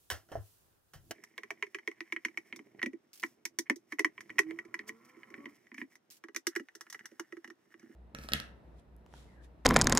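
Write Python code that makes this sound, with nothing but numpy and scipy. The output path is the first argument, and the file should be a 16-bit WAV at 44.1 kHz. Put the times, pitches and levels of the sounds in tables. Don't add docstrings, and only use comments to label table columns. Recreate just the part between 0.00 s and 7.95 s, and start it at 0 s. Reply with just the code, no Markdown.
import sys
import numpy as np
from scipy import signal
from scipy.fft import rfft, irfft
from scipy.io import wavfile

SR = 44100
rng = np.random.default_rng(int(sys.argv[2]) if len(sys.argv) > 2 else 0)


def wav_record(signal):
    frames = np.transpose(np.atleast_2d(signal))
    bounded = np.clip(frames, -1, 1)
    quanta = np.round(bounded * 32767).astype(np.int16)
    wavfile.write(sys.argv[1], SR, quanta)


N = 350595
HZ = np.fft.rfftfreq(N, 1 / SR) + 1e-3
SCRAPE_S = 1.12
SECOND_S, MOVE_S = 2.7, 6.17


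def from_db(db):
    return 10 ** (np.asarray(db) / 20)


def rms_one(x):
    return x / np.sqrt(np.mean(x ** 2) + 1e-20)


def peak_at(rows, db):
    return rows * (from_db(db) / np.max(np.abs(rows), axis=1))[:, None]


def in_time(rows):
    s, *columns = np.transpose(rows)
    return [np.interp(np.arange(N) / SR, s, c) for c in columns]


def at_hz(points):
    hz, values = np.array(points).T
    return np.interp(np.log(HZ), np.log(hz), values)


def coloured(x, spectrum):
    cepstrum = irfft(at_hz(spectrum) * np.log(10) / 20, N)
    cepstrum[1:N // 2] *= 2
    cepstrum[N // 2 + 1:] = 0
    return irfft(rfft(x) * np.exp(rfft(cepstrum)), N)


def filtered(x, order, hz, kind="low"):
    return signal.sosfilt(signal.butter(order, hz, kind, fs=SR, output="sos"), x)


def drift(rate_hz):
    r = np.exp(-2 * np.pi * rate_hz / SR)
    return rms_one(signal.lfilter([1], [1, -2 * r, r * r], rng.standard_normal(N)))


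def add(out, times, rows):
    for s, row in zip(times, rows):
        i = int(s * SR)
        out[i:i + len(row)] += row[:N - i]
    return out


def ring(force, hz, t60):
    r, w = from_db(-60 / (t60 * SR)), 2 * np.pi * hz / SR
    return signal.lfilter([0, np.sin(w)], [1, -2 * r * np.cos(w), r * r], force + 1e-18)


def strike(times, db, modes, spread_db, detune, contact_s, tuning):
    t = np.arange(int(max(m[2] for m in modes) * SR)) / SR
    contact_n = 800
    luck = rng.standard_normal((len(times), 2 * len(modes) + contact_n))
    rows = 0
    for k, (hz, level_db, t60) in enumerate(modes):
        size = from_db(level_db + spread_db * luck[:, 2 * k])[:, None]
        tuned_hz = (tuning * hz * (1 + detune * luck[:, 2 * k + 1]))[:, None]
        rows = rows + size * from_db(-60 * t / t60) * np.sin(2 * np.pi * tuned_hz * t)
    window = np.exp(-(np.arange(contact_n) / SR / contact_s[:, None] - 1.5) ** 2)
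    contact = luck[:, -contact_n:] * window
    return add(np.zeros(N), times, peak_at(signal.fftconvolve(rows, contact, axes=1), db))


def push(times, db, modes, late_s, swell_s, pitch, spread_db):
    t = np.arange(int(max(m[2] for m in modes) * SR)) / SR
    column = t[:, None]
    luck = rng.standard_normal((len(times), len(modes)))
    rows = 0
    for k, (hz, level_db, t60) in enumerate(modes):
        size = from_db(level_db + spread_db * luck[:, k] - 60 * column / t60)
        rows = rows + size * np.sin(2 * np.pi * pitch * hz * column)
    swell = 1 - np.exp(-(t / swell_s) ** 2)
    return add(np.zeros(N), times + late_s, peak_at(rows.T * swell, db))


def puff(times, db, t60, rise_s=0.000063, channels=1):
    t = np.arange(int(np.max(t60) * SR)) / SR
    rise = 1 - np.exp(-t / np.reshape(rise_s, (-1, 1)))
    rows = from_db(db[:, None] - 60 * t / np.reshape(t60, (-1, 1))) * rise
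    return add(np.zeros(N), times, rows) * rng.standard_normal((channels, N))


def crack(times, db, t60, low_hz):
    return filtered(puff(times, db, t60), 2, low_hz, "high")


def grains(per_s, uneven_db):
    sizes = from_db(uneven_db * np.minimum(rng.exponential(1, N), 4)) * rng.choice([-1, 1], N)
    return rms_one(sizes * (rng.random(N) < per_s / SR))


# frequency in Hz, gain in dB.
ROOM_SPECTRUM = [(15, -67), (25, -36), (108, -14.5), (349, -4.5), (706, -9.5), (1640, -12.5), (1930, -17),
                 (3510, -21.5), (5570, -29.5), (15200, -54.5), (16500, -47)]
ROOM_DB = -77.5


def room_tone():
    air = rng.standard_normal((3, N))
    noise = coloured(air[:2] * 10.0 + air[2], ROOM_SPECTRUM)
    return from_db(ROOM_DB + 1.1 * drift(3.1)) * rms_one(noise)


# frequency in Hz, gain in dB.
LEFT_END = [(260, -53.5), (450, -20.5), (674, -40.5), (992, -10.5), (1440, -16), (1900, 5), (2300, 1.5),
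            (2670, -16.5), (3150, -12.5), (3570, -39), (4500, -25), (5850, -62)]
# frequency in Hz, gain in dB.
RIGHT_END = [(260, -49), (450, -19), (715, -30.5), (875, -11), (1050, -26.5), (1190, -8.5), (1930, 4),
             (2670, -22.5), (2890, -7.5), (3180, -27), (4500, -29), (6500, -52)]


def casing(x):
    left = np.arange(N) < MOVE_S * SR
    return coloured(x * left, LEFT_END) + coloured(x * ~left, RIGHT_END)


# middle in seconds, length in seconds (twice the 1/e
# half-width), level at the wall in dB, level of the rasp in dB.
SLIDES = [(2.074, 0.03, -66, -81), (2.482, 0.045, -72, -78), (4.8, .045, -61, -79), (4.5, 0.038, -61, -74),
          (3.29, .1, -90, -70.5), (3.67, .021, -60, -86), (3.925, 0.047, -67, -68),
          (4.886, 0.018, -79, -46.5), (5.053, .019, -95, -66.5), (5.094, 0.03, -67, -74),
          (5.501, 0.027, -75, -71.5), (5.561, 0.028, -76.5, -71.5), (5.926, 0.041, -71, -71.5),
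          (6.525, 0.032, -62, -81), (5.8, .057, -56, -66), (7.247, 0.035, -70, -91),
          (7.722, 0.028, -65, -78), (7.836, 0.07, -72.5, -88), (7.921, 0.041, -73, -80)]


def slides(column):
    t = np.arange(N) / SR
    return sum(from_db(row[column]) * np.exp(-((t - row[0]) / row[1] * 2) ** 2) for row in SLIDES)


# time in seconds, hiss in dB, hollow body in dB.
HANDLING = [(0, -70, -89), (.29, -75.5, -78.5), (.46, -65.5, -85), (.82, -80, -100), (1.12, -70.5, -67)]
# frequency in Hz, gain in dB.
RUSTLE = [(1470, -48), (2500, -8), (3480, -7), (5820, -4.5), (13000, -2.5), (15600, -0.5), (16500, -11)]
# time in seconds, wall level in dB, hollow body in dB re wall.
RUB = [(1.12, -68, -1), (1.33, -72, 1.5), (2.2, -72.5, -6.5), (2.45, -73.5, 2), (2.79, -78.5, 14.5),
       (3.0, -88.5, 14.5), (3.75, -93.5, 19), (4.1, -75.5, 6), (4.45, -65.5, 7), (4.75, -78.5, 10.5),
       (5.15, -71, -0.5), (5.35, -66.5, 4.5), (5.78, -78.5, 2.5), (6.0, -98, 21.5), (6.55, -89.5, -6),
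       (6.95, -66, -8.5), (7.55, -85.5, 5.5), (7.95, -75, 7)]
# frequency in Hz, gain in dB.
RASP = [(2500, -9), (4300, -13.5), (5500, -2), (6800, -9), (12000, -12), (16500, -12.5)]
# multiple of its pitch, relative level in dB, nominal t60 in seconds.
HOLLOW = [(.79, -1.5, 0.046), (1, 1.5, 0.035), (1.13, -12.5, 0.034), (1.62, -14, 0.021)]
RASP_DB, RASP_FOLLOWS = -79, 0.36


def rubbing():
    wall_db, hollow_db = in_time(RUB)
    hiss_db, held_db = in_time(HANDLING)
    slips = grains(per_s=800, uneven_db=3.5)
    clumps = from_db(3.6 * drift(34))
    force = slips * clumps
    hollow = rms_one(sum(from_db(db) * ring(force, 345 * k, t60 * 0.83) for k, db, t60 in HOLLOW))
    wall = rms_one(casing(slips))
    hiss = rms_one(coloured(rng.standard_normal((2, N)), RUSTLE))
    rasp = rms_one(coloured(grains(per_s=2200, uneven_db=1.5), RASP))
    scraping = np.arange(N) > SCRAPE_S * SR
    wall_gain = from_db(wall_db) * rms_one(clumps) * scraping + slides(column=2)
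    rasp_db = RASP_DB + RASP_FOLLOWS * (wall_db + 73.0) + 1.4 * drift(13)
    rasp_gain = from_db(rasp_db) * scraping + slides(column=3)
    hollow_gain = from_db(np.where(scraping, wall_db + hollow_db, held_db))
    hiss_gain = from_db(hiss_db) * ~scraping
    return hollow_gain * hollow + wall_gain * wall + rasp_gain * rasp + hiss_gain * hiss


# time in seconds, level in dB.
RUMBLE = [(0, -79), (.3, -79.5), (.92, -81), (.95, -58), (1.05, -69), (1.12, -70)]
# nominal frequency in Hz, level in dB (for knocks), nominal t60 in seconds.
BOOM = [(81.4, 2.5, 0.18), (104, -2, 0.2), (159.3, -17, 0.12)]


def rumble():
    noise = sum(ring(rng.standard_normal(N), hz, t60 * 0.54) for hz, db, t60 in BOOM)
    sounding = np.arange(N) < RUMBLE[-1][0] * SR
    return from_db(in_time(RUMBLE)[0]) * rms_one(noise) * sounding


# start in seconds, nominal level in dB, then boom and brightness
# in dB re that level before fixed trims, ring time in seconds, casing ring in dB re that level.
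KNOCKS = [(0.101, -32.5, -11.5, 9.5, 0.043, -8), (0.11, -33, -20, 1.5, 0.19, -19),
          (0.287, -54, -27, -11, 0.43, -11), (0.317, -31, -22, -18.5, 0.13, -6.5),
          (0.354, -37.5, -3.5, -24, 0.19, 10), (0.935, -50, -33, 5, 0.16, -15),
          (1.109, -31, -66, 4.5, 0.037, -1.5)]
# frequency in Hz, gain in dB.
DESK = [(200, -12.5), (663, -2.5), (872, -14), (1160, -16.5), (1590, -13), (1980, -17.5), (2380, -32.5),
        (3120, -21), (3610, -43), (4500, -35), (5850, -23), (9900, -120)]
# nominal frequency in Hz, level in dB, t60 in seconds.
KNOCK_MODES = [(556, -7, 0.031), (683, 6, 0.033), (744, -19, 0.025), (1526, -2, 0.02)]
KNOCK_TOP_HZ = 1500


def knocks():
    s, db, boom, bright, t60, ring_db = np.transpose(KNOCKS)
    low = push(s, db + boom, BOOM, late_s=0.0118, swell_s=0.013, pitch=0.98, spread_db=4.0)
    split_hz = 1800
    dull = filtered(puff(s, db + 9.5, t60), 3, split_hz)
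    sharp = crack(s, db + 0.78 * bright + 23.5, t60, low_hz=split_hz)
    contact_s = np.full(len(s), .0002)
    body = strike(s, db + ring_db, KNOCK_MODES, spread_db=13.0, detune=0.033,
                  contact_s=contact_s, tuning=0.99)
    body = filtered(body, 3, KNOCK_TOP_HZ)
    top = crack(s, db + bright - 3.0, t60, low_hz=3360)
    top = signal.lfilter([.5], [1, -.5], top)
    return coloured(dull + sharp, DESK) + body + low + top


def crowd(times, db, t60, rise_s):
    t = np.arange(int(t60 * SR)) / SR
    noise = rng.standard_normal((len(times), len(t)))
    burst = noise * from_db(-60 * t / t60) * (1 - np.exp(-t / rise_s[:, None]))
    click = np.arange(N) == 0
    left, right = (coloured(click, end)[:2000] for end in (LEFT_END, RIGHT_END))
    ends = np.where(times[:, None] < MOVE_S, left, right)
    return add(np.zeros(N), times, peak_at(signal.fftconvolve(burst, ends, axes=1), db))


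# start in seconds, nominal level in dB, then hollow body
# and brightness in dB re that level before fixed trims.
TAPS = [(1.1816, -45.5, 0.5, -44), (1.2375, -34, -25, -14.5), (1.3791, -21.5, -15.5, -29),
        (1.434, -25, -18, -32), (1.5052, -17.5, -15, -27), (1.6252, -16, -15, -31), (1.6667, -41, -3, -25),
        (1.746, -20, -11.5, -26.5), (1.786, -31.5, -14.5, -32), (1.8755, -17, -9, -28.5),
        (1.914, -35, -20, -26), (2.0059, -22, -11, -31), (2.1235, -17, -13.5, -28),
        (2.1631, -22, -15.5, -38), (2.2495, -14, -17, -25.5), (2.2835, -33.5, -8.5, -30),
        (2.3738, -17.5, -20, -28.5), (2.5262, -23.5, -11, -40), (2.5605, -40, -2, -5.5),
        (2.591, -33.5, 1, -31), (2.793, -34.5, -30, -39), (2.817, -23.5, -20, -40),
        (2.8287, -14, -8.5, -30), (2.8603, -20, 0.5, -28), (2.9315, -42, 14.5, -26), (3.2292, -26, -6, -24),
        (3.2353, -15, -11.5, -32.5), (3.2616, -47, -9, -6.5), (3.4529, -21, -19, -9.5),
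        (3.587, -17.5, -9, -7), (3.6982, -7.5, -7, -29.5), (3.759, -49.5, 12.5, 3.5),
        (3.9221, -23, -5, -24.5), (3.986, -24, -7, -30), (3.993, -11, -9, -20.5),
        (4.0459, -10.5, -10.5, -26.5), (4.1792, -31, -16, -38), (4.2065, -30.5, -47, -17.5),
        (4.2949, -32.5, -9, -39), (4.3021, -29.5, -24, -32), (4.3834, -10.5, -25, -29.5),
        (4.3898, -5.5, -13.5, -22.5), (4.433, -36, -12, -41), (4.5086, -28, -3.5, -35),
        (4.588, -23, -38, -31.5), (4.6501, -40, 2, -23), (4.7418, -19.5, -17.5, -26.5),
        (4.7913, -27, -9.5, -33), (4.8926, -24, -10.5, -25), (5.166, -53, 13, -22), (5.232, -36, -34, -52),
        (5.3026, -45.5, 6, -16), (5.341, -26, -16, -39.5), (5.3783, -44.5, 12.5, -41),
        (5.4562, -28.5, -1, -31.5), (5.668, -48, -13, -24), (5.7163, -36, -1, -63), (5.743, -34, -6, -22.5),
        (5.7811, -26, -4.5, -33), (5.815, -27, 1, -44), (5.9541, -43, -15.5, -11.5),
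        (6.2384, -29.5, -7, -28.5), (6.2847, -33, -7.5, -33), (6.3469, -32, -7, -15),
        (6.3616, -19, -17.5, -11.5), (6.4684, -17.5, -5.5, -6), (6.5522, -26, -34, -22),
        (6.5612, -15.5, -6.5, -22.5), (6.5965, -29, 1, -26), (6.6856, -37, -32, -29), (6.7513, -38, -5, -6),
        (6.809, -29.5, -23, -12.5), (6.8663, -39.5, -15, -30), (6.8997, -39, -30, -2),
        (6.926, -31.5, -31, -9), (6.945, -28.5, -19, -24), (6.992, -35.5, -24, -22.5),
        (7.056, -31, -28, -11), (7.115, -51, 10, -17), (7.196, -20.5, -8, -19.5), (7.3236, -32, 1.5, -26.5),
        (7.368, -37.5, 4.5, -26.5), (7.444, -29, -12.5, -25.5), (7.4757, -40.5, 0.5, -18),
        (7.5013, -35, -3, -22.5), (7.654, -59.5, -4, -24), (7.7407, -39, -4.5, -36),
        (7.795, -47.5, -3, -14), (7.8278, -51, 14.5, -22), (7.8928, -62.5, 25.5, -30)]
# time in seconds, mean pitch in Hz, lowest mode's added dB.
GRIP = [(1.1, 407, -9), (1.6, 409, -15), (2.0, 340, -17.5), (2.6, 342, -3.5), (3.3, 348, -1),
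        (3.8, 353.3, 0), (4.0, 397, -2.5), (4.4, 385, -4.5), (4.7, 349, -5), (5.802, 340, 6.5),
        (6.3, 349, -7.5), (7.95, 341, -2.5)]
# nominal frequency in Hz, t60 in seconds, level in dB at the first,
# the second and the third screw.
WALL = [(993, 0.035, -18, -24, -19), (1195, 0.02, -19, -21, -9), (1312, .018, -11.5, -21, -8),
        (1552, 0.01, -14, -16.5, -11), (1760, 0.018, -23, -6.5, -5), (1975, 0.031, -7, 14, 1),
        (2004, 0.04, 0, 3, -4), (2228, .02, 8.5, -8, -24), (2393, 0.02, -3, -13, -2.5),
        (2810, 0.016, -34, -24, -11.5)]
# frequency in Hz, gain in dB.
BLADE = [(2060, -38), (3500, -10.5), (4280, -11), (5880, 2.5), (7240, -8.5), (11200, -12), (15200, -17.5),
         (16500, -26.5)]
WALL_FLOOR_HZ = 950


def taps():
    s, db, hollow, bright = np.transpose(TAPS)
    at, hollow_hz, low_db = np.transpose(GRIP)
    contact_s = 0.0003 * from_db(-.3 * (db + 14))
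    (k, level_db, t60), *upper = HOLLOW
    modes = [(k, level_db + np.interp(s, at, low_db), t60), *upper]
    pitch_hz = np.interp(s, at, hollow_hz) * (1 + .02 * rng.standard_normal(len(s)))
    body = push(s, db + hollow - 10.5, modes, late_s=0.0018, swell_s=0.0089,
                pitch=pitch_hz, spread_db=5.5)
    screw = np.searchsorted([SECOND_S, MOVE_S], s)
    modes = [(hz, np.array(levels_db)[screw], t60) for hz, t60, *levels_db in WALL]
    wall = strike(s, db - 7.0, modes, spread_db=5.5, detune=0.0076,
                  contact_s=contact_s * 0.69, tuning=0.99)
    wall = filtered(wall, 3, WALL_FLOOR_HZ, "high")
    small = crowd(s, db - 8.5, t60=0.024, rise_s=contact_s)
    snap = puff(s, db + bright + 10.0, t60=0.03, rise_s=contact_s * 0.51)
    scatter = puff(s, db + bright, t60=0.08, rise_s=0.0011, channels=2)
    return wall + small + body + coloured(snap + scatter, BLADE)


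# first bounce in seconds, nominal level in dB, first flight
# in seconds, ratio of each flight to the last, loss in dB a bounce.
DROPS = [(3.138, -42.5, 0.018, 1.1, 1), (6.1084, -43.5, 0.0115, 1.02, 2.5)]
# frequency in Hz, gain in dB.
SCREW = [(880, -14.5), (1500, -9.5), (2550, -3.5), (5640, 0), (11400, -2), (13100, -3), (15900, -2),
         (16500, -7)]
# mean frequency in Hz, level in dB, t60 in seconds.
SCREW_MODES = [(2820, -11, 0.0097), (5180, -0.5, 0.0063), (6250, 1, 0.0055), (12840, 2, .006)]
TIP_LEAD_S, TIP_DB, BOUNCE_SPREAD_DB = 0.006, -3.5, 2.5


def screws():
    k = np.arange(6)
    times, levels = [], []
    for at, top_db, flight_s, ratio, loss_db in DROPS:
        bounces = at + flight_s * (1 - ratio ** k) / (1 - ratio)
        times.append(np.r_[at - TIP_LEAD_S, bounces])
        levels.append(top_db + np.r_[TIP_DB, -loss_db * k])
    s, db = np.concatenate(times), np.concatenate(levels)
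    db = db + BOUNCE_SPREAD_DB * rng.standard_normal(len(db))
    ticks = strike(s, db + 0.5, SCREW_MODES, spread_db=2.0, detune=0.038,
                   contact_s=np.full(len(s), .00004), tuning=1)
    ticks = filtered(ticks, 2, 2000, "high")
    rattle = puff(s, db - 4.5, t60=0.0087) + puff(s, db - 6.0, t60=0.072, rise_s=0.0026, channels=2)
    return ticks + coloured(rattle, SCREW)


# time in seconds, mean firing rate in Hz, relative tone level in dB.
ENGINE = [(4.267, 139.2, -72), (4.42, 155.5, -57.5), (4.5, 160.3, -46), (4.597, 172.6, -51),
          (4.662, 183.6, -68), (4.901, 219, -49.5), (5.101, 250, -60), (5.269, 265.7, -63),
          (5.33, 272.1, -54), (5.45, 285.6, -48), (5.56, 294, -66)]
# multiple of the firing rate, relative level in dB.
ENGINE_ORDERS = [(1, -7), (2, -4.5), (4, -25.5)]
# centre in Hz, half-width in Hz, gain at the centre in dB.
WINDOW = [(312.4, 35, 25), (630, 28, -11), (1134, 60, 21.5)]
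# frequency in Hz, gain in dB.
ROAR = [(500, -47), (900, -1.5), (1150, 4), (1400, -0.5), (2000, -28)]


def engine():
    hz, db = in_time(ENGINE)
    t = np.arange(N) / SR
    turns = np.cumsum(hz * (1 + .004 * drift(30))) / SR
    fade = np.clip(np.minimum(t - ENGINE[0][0], ENGINE[-1][0] - t) / 0.087, 0, 1)
    roar = rms_one(coloured(rng.standard_normal(N), ROAR))
    out = from_db(-71.5 + 19 * np.log10(hz / 250)) * roar
    for k, order_db in ENGINE_ORDERS:
        lift_db = sum(top_db / (1 + ((k * hz - centre) / width) ** 2) for centre, width, top_db in WINDOW)
        tone_db = db + order_db + lift_db - 11.5 + 2.1 * drift(6)
        out = out + from_db(tone_db) * np.sin(2 * np.pi * k * turns)
    return fade * out


ROOM_T60_S, WALL_CUT_HZ, WET_DB = 0.073, 1700, -13.5


def room(x):
    t = np.arange(int(.25 * SR)) / SR
    onset = 1 - np.exp(-(t / 0.0023) ** 2)
    cloud = rng.standard_normal((2, len(t))) * from_db(-60 * t / ROOM_T60_S) * onset
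    cloud = filtered(cloud, 1, WALL_CUT_HZ)
    cloud = cloud / np.sqrt(np.sum(cloud ** 2) / 2)
    return signal.fftconvolve(x[None], cloud, axes=1)[:, :N]


# frequency in Hz, lead of the left in radians.
LEAD = [(60, 0.39), (2500, 0.31), (4500, 1.66), (9000, 1.61)]
# frequency in Hz, left minus right in dB.
TILT = [(60, -3.5), (2400, -3), (5000, -1.5)]


def ports(x):
    half = from_db(at_hz(TILT) / 2) * np.exp(.5j * at_hz(LEAD))
    return irfft(rfft(x) * np.array([half, 1 / half]), N)


BASS_CUT_HZ = 122


def scene():
    tone = room_tone()
    thin = filtered(rubbing() + taps() + screws() + engine(), 3, BASS_CUT_HZ, "high")
    sources = thin + rumble() + knocks()
    return ports(sources) + from_db(WET_DB) * room(sources[0]) + tone


CUTOFF_HZ = 16900


def record(dry):
    return signal.sosfilt(signal.cheby2(12, 70, CUTOFF_HZ, fs=SR, output="sos"), dry)


dry = scene()
out = record(dry)
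wav_record(out)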